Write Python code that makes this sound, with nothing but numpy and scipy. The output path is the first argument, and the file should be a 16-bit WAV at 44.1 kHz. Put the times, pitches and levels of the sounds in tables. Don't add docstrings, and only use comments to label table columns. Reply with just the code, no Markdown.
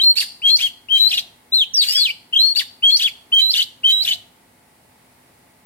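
import sys
import numpy as np
from scipy import signal
from scipy.fft import rfft, irfft
from scipy.io import wavfile
from scipy.ndimage import uniform_filter1d, minimum_filter1d, map_coordinates

SR = 44100
rng = np.random.default_rng(int(sys.argv[2]) if len(sys.argv) > 2 else 0)


def materialize(psi):
    bounded = np.clip(np.atleast_2d(psi).T, -1, 1)
    quanta = np.round(bounded * 32767).astype(np.int16)
    wavfile.write(sys.argv[1], SR, quanta)


N = 249165
TIME = np.arange(N) / SR
ALONG = np.linspace(0, 1, 101)
SILENT_DB = -100

# pitch_hz, gain_db
THROAT_FILTER = [(700, -48), (1100, -35), (1600, -6.5), (2300, -11), (3000, 3), (4600, -4.5), (5600, -13.5),
                 (6500, -18), (7500, -20), (8700, -15.5), (10500, -19.5), (12000, -10.5), (13500, -30),
                 (15800, -9)]


def undb(db):
    return 10 ** (np.asarray(db) / 20)


def to_db(gain):
    return 20 * np.log10(np.maximum(gain, undb(SILENT_DB)))


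def at_pitch(hz, points):
    pitches, values = np.transpose(points)
    return np.interp(np.log(np.maximum(hz, 1)), np.log(pitches), values)


def noise(colour):
    gain = undb(at_pitch(np.fft.rfftfreq(N, 1 / SR), colour))
    shaped = irfft(rfft(rng.standard_normal(N)) * gain, N)
    return shaped / shaped.std()


def wander(rate):
    place = np.arange(N) * rate / SR
    return map_coordinates(rng.standard_normal(N // 8 + 4), [place], order=2, mode="wrap")


def delay(sound, seconds):
    return map_coordinates(sound, [np.arange(N) - seconds * SR], order=1)


def note(times, hz, db, pan_db, rasp_db):
    return np.array(np.broadcast_arrays(times, hz, db, pan_db, rasp_db), float)


def bend(progress, first, middle, last):
    offset = 2 * progress - 1
    settling = (first - middle) * abs(offset) ** 2.05
    leaving = (last - middle) * abs(offset) ** 3.6
    return middle + np.where(offset < 0, settling, leaving)


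def around_turn(start, turn, end):
    offset = 2 * ALONG - 1
    return np.interp(offset, [-1, 0, 1], [start, turn, end]), offset


def opening_whistles(scoop_share=.16, scoop_s=.003, release_s=.012):
    # start_s, end_s, attack_s, first_hz, middle_hz, last_hz, level_db, pan_db
    whistles = [ (-.04, .016, .02, 3000, 3120, 3230, -12, 6.5),
                (0.419, .508, 0.04, 2750, 3261, 3544, -8.5, 4),
                (0.886, .987, 0.039, 2950, 3171, 3105, -8.5, 8),
                (2.824, 2.915, 0.014, 2920, 3277, 3500, -7.5, 2.5),
                (3.319, 3.414, .01, 3030, 3170, 2988, -8.5, 1.5),
                (3.834, 3.919, 0.013, 2920, 3158, 3030, -8, 1.5), ]
    for start, end, attack, first, middle, last, db, pan_db in whistles:
        age = ALONG * (end - start)
        hz = bend(ALONG, first, middle, last) * (1 - scoop_share * np.exp(-age / scoop_s))
        swell = np.minimum(undb(-19.5) + (age / attack) ** 2.3, 1)
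        release = np.minimum((age[-1] - age) / release_s, 1)
        yield note(start + age, hz, db + to_db(swell * release), pan_db, SILENT_DB)


def held_whistles(lead_db=-11, edge_s=.0052, flat_hz=109.7, rasp_db=-37.5):
    # start_s, end_s, lead_in_s, first_hz, middle_hz, last_hz, first_db, last_db, pan_db
    whistles = [ (0.014, 0.031, 0.0068, 3837, 3930, 3950, -10.5, -8.5, -1),
                (0.036, 0.121, 0.0062, 4200, 4266, 4230, -7.5, -9, 3.5),
                (.503, .565, .05, 4110, 4255, 4320, -9, -6.5, 8.5),
                (1.003, 1.085, .085, 3975, 3988, 4398, -5.5, -9, 6),
                (2.391, 2.425, 0.0067, 3863, 4082, 4342, -7, -7, -4),
                (2.427, 2.532, .005, 4250, 4328, 4370, -6.5, -16, 9),
                (2.927, 2.967, .07, 4280, 4333, 4562, -5.5, -8.5, 6.5),
                (3.417, 3.512, .06, 3965, 3984, 4280, -9.5, -13, -7.5),
                (3.923, 4.027, .07, 3895, 3904, 4165, -9.5, -13.5, -9.5), ]
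    for start, end, lead, first, middle, last, first_db, last_db, pan_db in whistles:
        times = start - lead + ALONG * (end - start + lead)
        progress = np.clip((times - start) / (end - start), 0, 1)
        creep = np.clip(1 + (times - start) / lead, 0, 1)
        gate = np.interp(times, [start - edge_s, start, end - edge_s, end], [undb(lead_db), 1, 1, 0])
        db = first_db + (last_db - first_db) * progress + to_db(gate * creep ** 1.4)
        hz = bend(progress, first, middle, last) - flat_hz * (1 - creep)
        clash = np.exp(-((times - start + .016) / .021) ** 2)
        yield note(times, hz, db, pan_db, rasp_db + to_db(clash))


def chips(rasp_follows=.17):
    # start_s, length_s, level_db, rasp_db, pan_db
    calls = [(0.154, .082, -9.5, -27, -8.5), (2.549, .074, -7, -29.5, 8)]
    # share_of_length, pitch_hz, gain_db
    outline = [(0, 3500, -37), (0.119, 4290, -13), (0.321, 4576, -2.5), (.55, 4607, -2.5),
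               (.63, 3500, -3.5), (.8, 2150, -19.5), (1, 1620, -25.5)]
    share, hz, gain_db = np.transpose(outline)
    for start, length, db, rasp_db, pan_db in calls:
        yield note(start + share * length, hz, db + gain_db, pan_db, rasp_db + rasp_follows * gain_db)


def arches(rise_db=20.5, fall_db=16):
    # start_s, crest_s, end_s, first_hz, crest_hz, last_hz, crest_db, rasp_db
    calls = [ (.161, .185, 0.21, 2400, 2780, 2767, -19, -38.5),
             (.585, .646, 0.68, 2270, 3330, 2690, -11, -37),
             (1.113, 1.13, 1.14, 2455, 2500, 2620, -20.5, -45.5),
             (1.14, 1.152, 1.172, 2820, 2880, 2893, -19.5, -44),
             (1.172, 1.179, 1.189, 2900, 2794, 2210, -16.5, -44.5),
             (1.752, 1.8, 1.81, 3200, 4243, 4300, -24.5, -55),
             (1.811, 1.815, 1.843, 4310, 3950, 2552, -8, -38.5),
             (1.858, 1.895, 1.92, 2720, 2874, 2948, -22, -49.5),
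             (1.92, 1.98, 2.028, 2954, 3378, 3600, -11, -42),
             (2.326, 2.338, 2.351, 2750, 3113, 2694, -10, -62.5),
             (2.351, 2.365, 2.385, 2745, 3320, 2970, -3.5, -57),
             (2.558, 2.575, 2.558, 2750, 2820, 2777, -20.5, -44),
             (3.008, 3.051, 3.087, 2500, 3440, 2101, -9.5, -38.5),
             (3.545, 3.598, 3.61, 2680, 3050, 2605, -10, -51),
             (4.056, 4.089, 4.102, 2600, 3010, 3030, -13.5, -33),
             (4.104, 4.111, 4.127, 3050, 3060, 2646, -10, -37.5), ]
    for start, crest, end, first, crest_hz, last, crest_db, rasp_db in calls:
        times, offset = around_turn(start, crest, end)
        arriving = (first - crest_hz) * np.sin(np.pi / 2 * offset) ** 2
        leaving = (last - crest_hz) * offset ** 2
        hz = crest_hz + np.where(offset < 0, arriving, leaving)
        db = crest_db + np.where(offset < 0, rise_db * offset, -fall_db * offset ** 2)
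        yield note(times, hz, db, pan_db=5, rasp_db=rasp_db)


def flicks(from_hz=4300, fade_db=12):
    # start_s, end_s, top_hz, first_db
    calls = [(0.558, 0.582, 6300, -18.5), (1.087, 1.105, 5250, -17.5), (2.96, 2.985, 6300, -15),
             (3.506, 3.531, 5300, -13.5), (4.024, 4.042, 5000, -14)]
    for start, end, top_hz, db in calls:
        hz = from_hz + (top_hz - from_hz) * np.sin(np.pi / 2 * ALONG)
        yield note(start + ALONG * (end - start), hz, db - fade_db * ALONG, pan_db=0, rasp_db=-36.5)


def swoops(top_hz=5390, best_hz=3543, rasp_follows=.3):
    # start_s, bottom_s, end_s, bottom_hz, level_db, rasp_db
    calls = [ (0.586, 0.6, .638, 2750, -20.5, -31), (1.102, 1.125, 1.158, 2600, -14, -32.5),
             (1.166, 1.185, 1.202, 3100, -12.5, -35), (2.986, 3.005, 3.043, 2850, -15.5, -31.5),
             (3.529, 3.55, 3.59, 2750, -13, -31), (3.591, 3.613, 3.636, 2800, -12.5, -34),
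             (4.042, 4.063, 4.102, 2600, -18.5, -31.5), (4.111, 4.125, 4.148, 3233, -16.5, -36.5), ]
    for start, bottom, end, bottom_hz, db, rasp_db in calls:
        times, offset = around_turn(start, bottom, end)
        hz = bottom_hz + (top_hz - bottom_hz) * abs(offset) ** 1.4
        fade_db = -58.5 * np.log2(hz / best_hz) ** 2 + .5 * offset
        yield note(times, hz, db + fade_db, pan_db=2, rasp_db=rasp_db + rasp_follows * fade_db)


def slurs():
    # time_s, pitch_hz, level_db, pan_db, rasp_db
    slides = [
        [(1.52, 3600, -45, -2, -68), (1.526, 3940, -17.5, 4, -73.5), (1.543, 4140, -7.5, 5, -70.5),
         (1.56, 4180, -10.5, 2, -70), (1.6, 3670, -12.5, 4, -49.5), (1.62, 3235, -8, 0, -48.5),
         (1.635, 3006, -17.5, 10, -49), (1.642, 2326, -52, 0, -59.5)],
        [(1.736, 5920, -36, -4.5, -67), (1.748, 5740, -12, -2, -58), (1.765, 5460, -16, -2, -40),
         (1.78, 4845, -7.5, 8, -41.5), (1.795, 4547, -2.5, -1, -42), (1.822, 4334, -14, 13, -32.5),
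         (1.86, 4140, -30, -1, -30.5), (1.888, 4650, -14.5, 7.5, -29.5), (1.948, 5438, -24, -3.5, -31),
         (1.998, 4555, -6, 11.5, -37), (2.048, 3934, -18, -3, -40), (2.059, 3168, -9.5, 6, -41.5),
         (2.074, 2574, -24, -3, -41.5), (2.099, 2257, -19, 2, -46.5), (2.107, 2937, -16.5, 2, -60.5),
         (2.116, 3003, -26, 10, -70)],
    ]
    return [np.transpose(points) for points in slides]


def rasp_strength(notes, smooth_s=.0056):
    power = sum(np.interp(TIME, np.sort(times), undb(rasp_db) ** 2, left=0, right=0)
                for times, *_, rasp_db in notes)
    return uniform_filter1d(np.sqrt(power), int(smooth_s * SR))


def syrinx_side(notes, unrest, jitter, rasp_jitter, flutter_db, glide_s=.0025):
    hz = np.full(N, notes[0][1][0])
    strength, pan_db = np.zeros(N), np.zeros(N)
    glide = int(glide_s * SR)
    for times, pitch, db, note_pan_db, _ in notes:
        times = np.sort(times)
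        span = slice(max(int(times[0] * SR) - glide, 0), int(times[-1] * SR) + glide)
        t = TIME[span]
        hz[span] = uniform_filter1d(np.interp(t, times, pitch), glide)
        strength[span] += uniform_filter1d(np.interp(t, times, undb(db), left=0, right=0), glide)
        pan_db[span] = np.interp(t, times, note_pan_db)
    hz *= 1 + jitter * wander(150) + rasp_jitter * unrest * wander(1100)
    strength *= undb(flutter_db * unrest * wander(500))
    return hz, strength, uniform_filter1d(pan_db, glide)


def throat_tone(hz):
    gain = undb(at_pitch(abs(hz), THROAT_FILTER)) * (abs(hz) < SR / 2)
    return gain * np.sin(2 * np.pi * np.cumsum(hz) / SR)


def overtones(hz, strength, flicker_db=3):
    # multiple, level_db
    series = [(2, -14), (3, -18), (4, -26.5), (5, -22)]
    swing = strength / undb(at_pitch(np.minimum(hz, 4000), THROAT_FILTER))
    return sum(swing * undb(db + flicker_db * wander(330)) * throat_tone(multiple * hz)
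               for multiple, db in series)


def clash_tones(low, high, unrest):
    (low_hz, low_strength, _), (high_hz, high_strength, _) = low, high
    sum_tone = undb(-7 + 15 * np.minimum(unrest, 1)) * throat_tone(low_hz + high_hz)
    difference_tone = undb(-13) * throat_tone(high_hz - low_hz)
    side_tones = sum(throat_tone(2 * low_hz + sign * high_hz) + throat_tone(2 * high_hz + sign * low_hz)
                     for sign in (-1, 1))
    return np.sqrt(abs(low_strength * high_strength)) * (sum_tone + difference_tone + undb(-18) * side_tones)


def rasping_air(rasp, whistle_strength, breath_db=-35):
    # pitch_hz, level_db
    colour = [(150, -35.5), (700, -47.5), (1200, -20.5), (1800, -11.5), (2800, -0.5), (4500, -3),
              (5600, -8.5), (7000, -4), (8800, -5), (10500, -11.5), (12500, -2), (15800, -18)]
    return (rasp * undb(2.7 * wander(250)) + undb(breath_db) * whistle_strength) * noise(colour)


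def bird(overtone_boost_db=8, fray_db=-12):
    low_notes = [*opening_whistles(), *arches()]
    high_notes = [*held_whistles(), *flicks(), *swoops(), *chips(), *slurs()]
    rasp = rasp_strength(low_notes + high_notes)
    unrest = np.clip(rasp / undb(-30), 0, 1.5)
    low = syrinx_side(low_notes, unrest, jitter=.0024, rasp_jitter=.0091, flutter_db=2)
    high = syrinx_side(high_notes, unrest, jitter=.002, rasp_jitter=.009, flutter_db=4.5)
    panned, plain, harsh, whistle_strength = 0, 0, 0, 0
    for hz, strength, pan_db in (low, high):
        tone = strength * np.sin(2 * np.pi * np.cumsum(hz) / SR)
        mic_gains = undb(np.array([pan_db, -pan_db]) / 2)
        panned += tone * mic_gains / np.sqrt(np.mean(mic_gains ** 2, axis=0))
        plain += tone
        whistle_strength += strength
        harsh += overtones(hz, strength) * undb(overtone_boost_db * unrest)
        harsh += tone * unrest * undb(fray_db) * wander(2400)
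    harsh += clash_tones(low, high, unrest) + rasping_air(rasp, whistle_strength)
    return panned, plain, harsh


def scatter(sound, db, fade_s, build_s, dull_hz):
    t = TIME[:SR]
    tail = rng.standard_normal((2, SR)) * undb(-60 * t / fade_s) * (1 - np.exp(-t / build_s))
    tail /= np.sqrt(np.sum(tail ** 2, axis=1, keepdims=True))
    tail = signal.lfilter(*signal.butter(1, dull_hz, fs=SR), tail)
    return undb(db) * signal.fftconvolve(sound[None], tail, axes=1)[:, :N]


def garden_echoes(song):
    # left_delay_s, right_delay_s, level_db
    surfaces = [(.00744, .00741, -17.5), (0.0103, 0.013, -11)]
    near = sum(undb(db) * np.array([delay(song, left), delay(song, right)])
               for left, right, db in surfaces)
    plants = scatter(song, db=-14, fade_s=.17, build_s=.004, dull_hz=18000)
    far = scatter(song, db=-22.5, fade_s=.44, build_s=.028, dull_hz=13020)
    return near + plants + far


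def distant_background(level_db=-56.5):
    # pitch_hz, level_db
    colour = [(15, -43.5), (32, -17.5), (58, -9.5), (110, -5.5), (250, -6), (450, -9.5), (850, -8.5),
              (1300, -14), (2100, -13.5), (3300, -19.5), (4500, -19.5), (6300, -24), (9500, -18),
              (11500, -21.5), (15800, -23.5)]
    # pitch_hz, likeness (0 unrelated, 1 the same)
    likeness = [(60, 1), (300, .8), (700, 0), (1500, 0), (8000, 0)]
    alike = at_pitch(np.fft.rfftfreq(N, 1 / SR), likeness)
    shared = irfft(rfft(noise(colour)) * np.sqrt((1 + alike) / 2), N)
    opposite = irfft(rfft(noise(colour)) * np.sqrt((1 - alike) / 2), N)
    air = np.array([shared + opposite, shared - opposite]) / shared.std()
    return air * undb(level_db + .5 * wander(2.8))


def distant_hum(waver_hz=4):
    # pitch_hz, level_db
    tones = [(102.3, -72.5), (249, -67.5), (710.6, -72.5), (855.9, -70.5), (904.4, -73), (1949, -74),
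             (2159, -76)]
    hum = 0
    for hz, db in tones:
        phase = 2 * np.pi * np.cumsum(hz + waver_hz * wander(25)) / SR
        hum += undb(db) * np.sqrt(2) * np.sin(phase)
    return hum


def rumble_swells(width_s=.14):
    # peak_s, level_db
    swells = [(.59, -56), (1.15, -53.5), (3.57, -63), (4.09, -53)]
    strength = sum(undb(db) * np.exp(-((TIME - peak) / width_s) ** 2) for peak, db in swells)
    colour = [(25, -10), (60, 0), (120, 3), (260, -4.5), (450, -24.5), (700, 5), (1100, -26),
              (3000, -60.5)]
    return strength * noise(colour)


def scene(harsh_direct_db=-6, harsh_spread_db=4, right_lag_s=4 / SR):
    panned, plain, harsh = bird()
    left, right = panned + undb(harsh_direct_db) * harsh
    direct = np.array([left, delay(right, right_lag_s)])
    cage = scatter(harsh, db=-6.5, fade_s=.06, build_s=.00025, dull_hz=20000)
    garden = garden_echoes(plain + undb(harsh_spread_db) * harsh)
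    return direct + cage + garden + rumble_swells() + distant_background() + distant_hum()


def record(dry, ceiling_db=-4, top_hz=16150):
    wanted_gain = np.minimum(1, undb(ceiling_db) / (abs(dry).max(axis=0) + 1e-9))
    gain = uniform_filter1d(minimum_filter1d(wanted_gain, size=400), size=400)
    treble_cut = np.clip((top_hz - np.fft.rfftfreq(N, 1 / SR)) / 250, 0, 1)
    return irfft(rfft(dry * gain) * treble_cut, N)


dry = scene()
out = record(dry)
materialize(out)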